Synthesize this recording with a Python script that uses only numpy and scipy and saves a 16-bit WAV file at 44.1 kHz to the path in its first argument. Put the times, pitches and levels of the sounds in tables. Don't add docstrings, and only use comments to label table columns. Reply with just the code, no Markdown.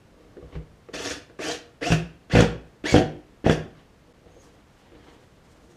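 import sys
import numpy as np
from scipy import signal
from scipy.fft import rfft, irfft, next_fast_len
from scipy.io import wavfile
from scipy.ndimage import uniform_filter1d, map_coordinates

SR = 44100
rng = np.random.default_rng(int(sys.argv[2]) if len(sys.argv) > 2 else 0)


def store_pcm(level_fs):
    pcm = np.round(np.clip(level_fs, -1, 1) * 32767).astype(np.int16)
    wavfile.write(sys.argv[1], SR, np.atleast_2d(pcm).T)


def volts_from_db(level):
    exponent = np.asarray(level, float) / 20
    return 10 ** exponent


N = 254016

# (start [s], let go [s], gear noise [dB], hiss re noise [dB], whine re noise [dB])
PULLS = [
    (0.935, 1.12, -36, -1, -4.5),
    (1.387, 1.52, -33.5, -2, -1),
    (1.809, 1.926, -33, -4, 4),
    (2.296, 2.414, -32, -6.5, 2),
    (2.838, 2.933, -34, 0, 10.5),
    (3.441, 3.512, -31, -12.5, -8),
]
# (spin-up [s], top gear rate [Hz], bite [s])
SPIN_UP = [(.135, 945, .004), (.1, 795, .028), (.072, 700, .02), (.042, 530, .028), (.058, 570, .024),
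           (.02, 480, .022)]
START_SHARE, SAG_HZ_PER_S = 0.48, 750
ATTACK_DB, SWELL_DB_PER_S, RELEASE_DB_PER_S, COAST_S = 11.5, 19, 285, 0.075
HISS_DB_PER_OCT, WHINE_DB_PER_OCT = 9.5, 7
WHINE_FADE_DB_PER_S = 135
# (multiple of the gear rate [1], level [dB])
WHINE_PARTIALS = [(2, -9), (3, -9), (4, 4), (5, -13), (6, -5), (7, -12), (8, -3), (12, 1)]
# (multiple [1], width [Hz], level [dB])
BLURRED_BANDS = [(2, 150, -8), (4, 170, -0.5), (8, 590, 1.5), (12, 970, -21)]
# (frequency [Hz], level per Hz [dB])
GEAR_SPECTRUM = [(410, -28), (700, 4), (746, -5.5), (917, -2), (1040, -13), (1420, -1), (1680, 0),
                 (1760, 2.5), (2190, -4.5), (2590, -0.5), (3480, -6.5), (4010, -10), (5530, -7.5),
                 (11300, -27.5), (15000, -45)]
# (frequency [Hz], width [Hz], level [dB])
HOUSING_MODES = [(1760, 200, -12.5), (3400, 220, -3.5), (4460, 300, -6), (6660, 330, -9)]
SPLIT_HZ = 3700
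# (time [s], length [s], level [dB], hiss re grind [dB])
CLUTCH_SLIPS = [
    (0.94, 0.0092, -34, -3.5),
    (1.921, .005, -21.5, -7),
    (2.353, 0.067, -22.5, -13),
    (2.945, 0.043, -25.5, -10.5),
    (3.461, .04, -37, -19),
    (3.508, 0.014, -40, 6),
]
SLIP_RISE_DB_PER_S, SLIP_FALL_DB_PER_S = 2500, 418

# (time [s], board level [dB], bench thump re board [dB], steel crack re board [dB],
# crack brightness [dB])
CLUTCH_JOLTS = [(1.904, -12.5, -3, -38, -5), (1.921, -8, -7, -9.5, -7), (2.336, -15.5, 3.5, -19, -23),
                (2.352, -1, -12.5, -22, -10), (2.3705, -1.5, -13.5, -17.5, -19), (2.389, -2, -13.5, -32, 2),
                (2.405, -4, -9, -11, 13), (2.424, -8, -40, -26, -1), (2.925, -16, -2, -26, -10),
                (2.942, 3, -19, -32, -13), (2.962, -4, -10, -13, -1), (2.982, -5.5, -26, -25, -12),
                (3.4643, -2, -19, -29, -7), (3.4962, -1.5, -20, -14.5, 3), (3.508, -20, -6, -6, -3)]
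JOLT_HZ = 366
# (time [s], board level [dB], thump re board [dB],
# tap re board [dB], board pitch [Hz])
KNOCK_EVENTS = [(0.369, -28, -26, -13, 400), (0.426, -35, -4, -12, 470), (0.482, -45, -17, -18, 470),
                (0.526, -37.5, -7, 0, 420), (0.553, -30.5, 2, -1.5, 400), (0.6, -37, -20, -18, 483),
                (0.887, -28, -26, -8.5, 415), (0.944, -27, -22, 2, 454), (1.298, -38, -16, -2, 418),
                (1.392, -19.5, -38, -9.5, 415), (1.816, -24.5, -20, -8, 510), (2.3, -30, -17, -18, 293),
                (2.841, -16.5, -24, -21, 301), (3.442, -15, -17, -17, 320), (3.753, -44, -16, 0, 290),
                (4.259, -39.5, -5.5, -14, 500), (4.365, -38, -11.5, -20, 534), (4.92, -37.5, -16, -7, 360),
                (4.95, -40, -11, -8, 375), (5.069, -40, -22, -6, 362), (5.693, -41.5, -20, -11, 400)]
KNOCK_BRIGHT_DB = -11
# (frequency [Hz], level [dB], t60 [s])
BOARD_MODES = [(222, -0.5, 0.062), (252, 1, 0.049), (301, 1, 0.08), (356.6, 2, 0.081), (400, -1.5, 0.081),
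               (469.9, 5.5, 0.058), (536, -3.5, 0.066), (644, -3.5, 0.063), (690, -8.5, 0.13),
               (753, -8, 0.079), (920, -13, 0.019), (1110, -37, 0.026)]
# (frequency [Hz], level [dB], t60 [s])
BENCH_MODES = [(60.4, -14, 0.38), (88, -0.5, 0.1), (122.7, -0.5, 0.1), (157.3, 4, 0.14)]
# (frequency [Hz], level [dB], t60 [s])
LEG_MODES = [(45, -8, 0.17), (61.4, 2, 0.17), (91, -6, 0.19), (155, -9.5, 0.31)]
# (frequency [Hz], level [dB], t60 [s])
PANEL_MODES = [(71.4, -13, 0.15), (134, -9, 0.073), (192, -12, 0.071), (249, -8, 0.082), (301, -1, 0.08),
               (400, -6, 0.044), (475, -1, 0.21), (517, -9, 0.085), (632, -7.5, 0.1), (753, -17, 0.144),
               (1130, -12.5, 0.063)]
# (frequency [Hz], level per Hz [dB])
STEEL_SPECTRUM = [(500, -21), (1000, -3.5), (1600, 13), (2300, -7.5), (3300, 11), (3900, -28), (5200, -19),
                  (7000, -16), (10000, -35), (15000, -48)]
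# (frequency [Hz], level per Hz [dB])
TAP_SPECTRUM = [(500, -13), (900, -12), (1170, 3.5), (1500, -3.5), (2200, -5), (3300, -17), (5000, -13),
                (8000, -28), (15000, -56)]

# (time [s], length [s], rustle [dB], board rub re rustle [dB],
# fine cloth hiss re rustle [dB])
HAND_MOVES = [(0.19, 0.17, -72.5, 17.5, -14), (0.288, 0.09, -71, 19.5, -14), (0.443, .14, -67.5, 17.5, -15),
              (0.545, 0.061, -52, 6, -21), (3.709, 0.025, -71.5, -7, -17), (3.772, 0.081, -60.5, 0, -15),
              (4.087, 0.08, -71, 13, -14), (4.28, 0.13, -65.5, 12, -10), (4.433, 0.13, -64.5, 8, -1.5),
              (4.562, .09, -66, 1, -17), (4.68, .08, -71, -3, -9), (4.792, 0.13, -62.5, -4, -10),
              (4.946, 0.12, -60.5, 4, -17), (4.86, .06, -65, 5.5, -17), (5.068, .15, -56, 1.5, -13),
              (5.212, .07, -66.5, -2, 0.5), (5.312, 0.05, -71, 0, -3), (5.467, 0.19, -67, 5, -1),
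              (5.604, 0.14, -70, 5, -9), (5.72, 0.076, -66.5, 2, -2)]
MOVE_RISE_SHARE, MOVE_HOLD_SHARE = 0.55, 0.34
MOVE_DROP_DB = 15.5
# (frequency [Hz], level per Hz [dB])
RUSTLE_SPECTRUM = [(500, -12), (800, 2), (1300, -7), (1900, -4.5), (2500, -9.5), (3000, -5), (3800, -12),
                   (5500, -22), (9000, -39), (14000, -50)]
# (frequency [Hz], level per Hz [dB])
CLOTH_SPECTRUM = [(2500, -23), (4500, -4), (6500, -1), (9000, -7.5), (13000, -20)]
# (frequency [Hz], level per Hz [dB])
SQUEAL_SPECTRUM = [(4500, -45), (5900, -14), (6500, 9), (7100, -15), (9000, -40)]
SQUEAL_S, SQUEAL_BUILD_S, SQUEAL_DB, SQUEAL_STOP_DB_PER_S = 4.41, 0.11, -63.5, 300

# (frequency [Hz], t60 [s])
SHOP_T60 = [(60, 0.45), (350, 0.43), (1000, 0.41), (3000, 0.38), (6500, 0.29), (12000, 0.27)]
# (frequency [Hz], level per Hz [dB])
AIR_SPECTRUM = [(12, 1), (20, 9), (92, 0.5), (249, -6), (320, -8.5), (433, -9), (541, -10.5), (820, -16),
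                (1690, -20), (1940, -21.5), (6740, -32.5), (13100, -43), (15000, -45)]
AIR_DB = -52
DIP_S, TOP_HZ = 4.133, 15250


def driver():
    gate, gear_hz, noise_db, hiss_db, whine_db = trigger()
    slopes = [SLIP_RISE_DB_PER_S] * len(CLUTCH_SLIPS), [SLIP_FALL_DB_PER_S] * len(CLUTCH_SLIPS)
    slip = bumps([row[:3] for row in CLUTCH_SLIPS], *slopes)
    slip_hiss = bumps([(s, hold, db + more_db) for s, hold, db, more_db in CLUTCH_SLIPS], *slopes)

    phase = 2 * np.pi * np.cumsum(gear_hz * (1 + 0.007 * wobble(90))) / SR
    partials = sum(volts_from_db(db + 3.2 * wobble(80)) * np.sin(k * phase + 7 * rng.random())
                   for k, db in WHINE_PARTIALS)
    bands = sum(volts_from_db(db) * (wobble(2 * w) * np.sin(k * phase) + wobble(2 * w) * np.cos(k * phase))
                for k, w, db in BLURRED_BANDS)
    whine = coloured(unit(partials) + volts_from_db(-4) * unit(bands), GEAR_SPECTRUM)
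    whine = whine + volts_from_db(-7.0 + 7.3 * wobble(49.07)) * np.sin(phase)

    teeth = 1 + 0.62 * np.cos(phase)
    noise = coloured(teeth * volts_from_db(0.61 * wobble(220)) * patchy(depth_db=3.5), GEAR_SPECTRUM)
    noise = filtered(noise, lambda f: 1 + sum(volts_from_db(db) / (1 + (2 * (f - hz) / w) ** 2)
                                              for hz, w, db in HOUSING_MODES))
    high = lambda hz: 1 / (1 + (SPLIT_HZ / (hz + 1)) ** 6)
    grind = unit(filtered(noise, lambda hz: 1 - high(hz)))
    hiss = unit(filtered(noise, high))
    buzz = through_panel(volts_from_db(3.8 * wobble(70)) * rng.standard_normal(N))

    run = gate * volts_from_db(noise_db)
    grinding = np.hypot(run, slip) * volts_from_db(-0.5) * grind
    buzzing = np.hypot(run, volts_from_db(-2) * slip) * volts_from_db(1.4) * buzz
    hissing = np.hypot(run * volts_from_db(hiss_db), slip_hiss) * hiss
    return volts_from_db(-4.5) * (grinding + buzzing + hissing + run * volts_from_db(whine_db) * whine)


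def trigger():
    t = np.arange(N) / SR
    k = np.clip(np.searchsorted([p[0] for p in PULLS], t) - 1, 0, None)
    start, let_go, level_db, hiss_db, whine_db = np.transpose(PULLS)[:, k]
    spin, top_hz, bite = np.transpose(SPIN_UP)[:, k]
    age = np.clip(t - start, 0, let_go - start + COAST_S)
    share = START_SHARE + (1 - START_SHARE) * np.sin(np.pi / 2 * np.minimum(age / spin, 1))
    loaded = np.maximum(age - spin, 0)
    gear_hz = top_hz * share - SAG_HZ_PER_S * loaded
    attack = ATTACK_DB * np.maximum(1 - age / bite, 0)
    release = RELEASE_DB_PER_S * np.maximum(age + start - let_go, 0)
    noise_db = level_db - attack + SWELL_DB_PER_S * age - release
    octaves = np.log2(share)
    hiss_db = hiss_db + HISS_DB_PER_OCT * octaves
    whine_db = whine_db + WHINE_DB_PER_OCT * octaves - WHINE_FADE_DB_PER_S * loaded
    gate = np.clip(np.minimum(t - start, let_go + COAST_S - t) / 0.0023, 0, 1)
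    return gate, gear_hz, noise_db, hiss_db, whine_db


def clutch_jolts():
    events = [(*row, JOLT_HZ) for row in CLUTCH_JOLTS]
    return blows(events, BENCH_MODES, STEEL_SPECTRUM, focus_db=1.5, attack=0.001, push=0.66,
                 crack_t60=0.027, board_db=-1.5, base_db=1.5, crack_db=1.5)


def knocks():
    events = [(*row[:4], KNOCK_BRIGHT_DB, row[-1]) for row in KNOCK_EVENTS]
    return blows(events, LEG_MODES, TAP_SPECTRUM, focus_db=20, attack=0.0048, push=0.045,
                 crack_t60=0.028, board_db=-5.5, base_db=5.0, crack_db=-7.5)


def blows(events, base, edge, focus_db, attack, push, crack_t60, board_db, base_db, crack_db):
    out, t = np.zeros(N + SR), np.arange(SR // 3) / SR
    luck = rng.standard_normal((len(events), 32))
    shove = -push * np.exp(-((t - 0.0015) / 0.00076) ** 2)
    for (s, db, thump_db, snap_db, bright_db, pitch_hz), row in zip(events, luck):
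        colour = [(hz, level + bright_db * (hz > SPLIT_HZ)) for hz, level in edge]
        crack = coloured(rng.standard_normal(len(t)), colour)
        crack = crack * volts_from_db(-60 * t / crack_t60) * (1 - np.exp(-t / 0.00049))
        spot = [(hz, level - focus_db * abs(np.log2(hz / pitch_hz)), t60)
                for hz, level, t60 in BOARD_MODES]
        board = volts_from_db(board_db) * (ring(spot, row[:24], attack) + shove)
        thump = volts_from_db(thump_db + base_db) * ring(base, row[24:], 0.0031)
        hit = board + thump + volts_from_db(snap_db + crack_db) * crack
        out[round(s * SR):][:len(t)] += volts_from_db(db) * hit
    return out[:N]


def ring(modes, luck, attack):
    t = np.arange(SR // 3) / SR
    y = -sum(volts_from_db(db + 2.5 * a - 60 * t / t60) * np.sin(2 * np.pi * hz * (1 + 0.012 * b) * t)
             for (hz, db, t60), a, b in zip(modes, luck[::2], luck[1::2]))
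    y = y * (1 - np.exp(-t / attack))
    return y / np.max(np.abs(y))


def through_panel(x):
    def response(f):
        total = 0
        for k, (hz, db, t60) in enumerate(PANEL_MODES):
            w = 1.06 * np.log(1000) / (np.pi * t60)
            mode = 1j * f * np.sqrt(w) / (hz * hz - f * f + 1j * f * w)
            total = total + (-1) ** k * volts_from_db(db) * mode
        return total
    return unit(filtered(x, response))


def handling():
    s, length, db, rub_db, hiss_db = np.transpose(HAND_MOVES)
    rise, fall = MOVE_DROP_DB / (MOVE_RISE_SHARE * length), MOVE_DROP_DB / length
    moving = lambda extra_db: bumps(zip(s, MOVE_HOLD_SHARE * length, db + extra_db), rise, fall)
    rub = through_panel(volts_from_db(2.9 * wobble(40)) * rng.standard_normal(N))
    rustle = coloured(volts_from_db(1.1 * wobble(90)) * patchy(depth_db=1.5), RUSTLE_SPECTRUM)
    hiss = coloured(volts_from_db(3.5 * wobble(42)) * rng.standard_normal(N), CLOTH_SPECTRUM)
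    squeal = coloured(volts_from_db(4.0 * wobble(60)) * rng.standard_normal(N), SQUEAL_SPECTRUM)
    skin = bumps([(SQUEAL_S, 0, SQUEAL_DB)], [MOVE_DROP_DB / SQUEAL_BUILD_S], [SQUEAL_STOP_DB_PER_S])
    return skin * squeal + moving(rub_db) * rub + moving(0) * rustle + moving(hiss_db) * hiss


def workshop(x):
    out, step = np.zeros(N + 2 * SR), SR // 2
    for start in range(-step // 2, N, step):
        hz, t, z = signal.stft(rng.standard_normal(SR * 3 // 4), SR, nperseg=256)
        decay = volts_from_db(-60 * t / along(SHOP_T60, hz)[:, None])
        tail = signal.istft(z * decay, SR, nperseg=256)[1]
        wet = signal.fftconvolve(x[max(start, 0):start + step], tail / np.linalg.norm(tail))
        out[max(start, 0) + 260:][:len(wet)] += wet
    return out[:N]


def air():
    return volts_from_db(AIR_DB + 0.3 * wobble(13)) * coloured(rng.standard_normal(N), AIR_SPECTRUM)


def bumps(rows, rise, fall):
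    t = np.arange(N) / SR
    power = 0
    for (s, hold, db), up, down in zip(rows, rise, fall):
        before, after = np.maximum(up * (s - t), 0), np.maximum(down * (t - s - hold), 0)
        power = power + volts_from_db(db - before - after) ** 2
    return np.sqrt(power)


def patchy(depth_db):
    z = signal.stft(rng.standard_normal(N), nperseg=256)[2]
    field = uniform_filter1d(rng.standard_normal(z.shape), size=3, axis=0)
    field = uniform_filter1d(field, size=5, axis=1)
    return signal.istft(z * volts_from_db(depth_db * unit(field)), nperseg=256)[1][:N]


def wobble(rate):
    return map_coordinates(rng.standard_normal(int(N * rate / SR) + 4), [np.arange(N) * rate / SR])


def coloured(x, spectrum):
    return unit(filtered(x, lambda hz: volts_from_db(along(spectrum, hz))))


def filtered(x, response):
    m = next_fast_len(len(x) + 8192)
    return irfft(rfft(x, m) * response(np.fft.rfftfreq(m, 1 / SR)), m)[:len(x)]


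def along(points, hz):
    f, v = np.transpose(points)
    return np.interp(np.log(hz + 1), np.log(f + 1), v)


def unit(x):
    return x / np.sqrt(np.mean(x ** 2) + 1e-20)


def scene():
    near = driver() + clutch_jolts() + knocks()
    return (volts_from_db(0.5) * near + volts_from_db(-6.5) * workshop(near) + handling() + air())[None]


def low_pass(x):
    return signal.sosfilt(signal.butter(12, 15200, fs=SR, output="sos"), x)


def record(dry):
    dip = 1 - 0.9 * np.exp(-((np.arange(N) / SR - DIP_S) / 0.004) ** 2)
    x = dry[0] / (1 + np.abs(dry[0] / 0.97) ** 8) ** (1 / 8)
    x = filtered(x, lambda hz: (1j * hz / (1j * hz + 47)) ** 2 * (hz < TOP_HZ)) * dip
    return low_pass(x[None])


dry = scene()
out = record(dry)
store_pcm(out)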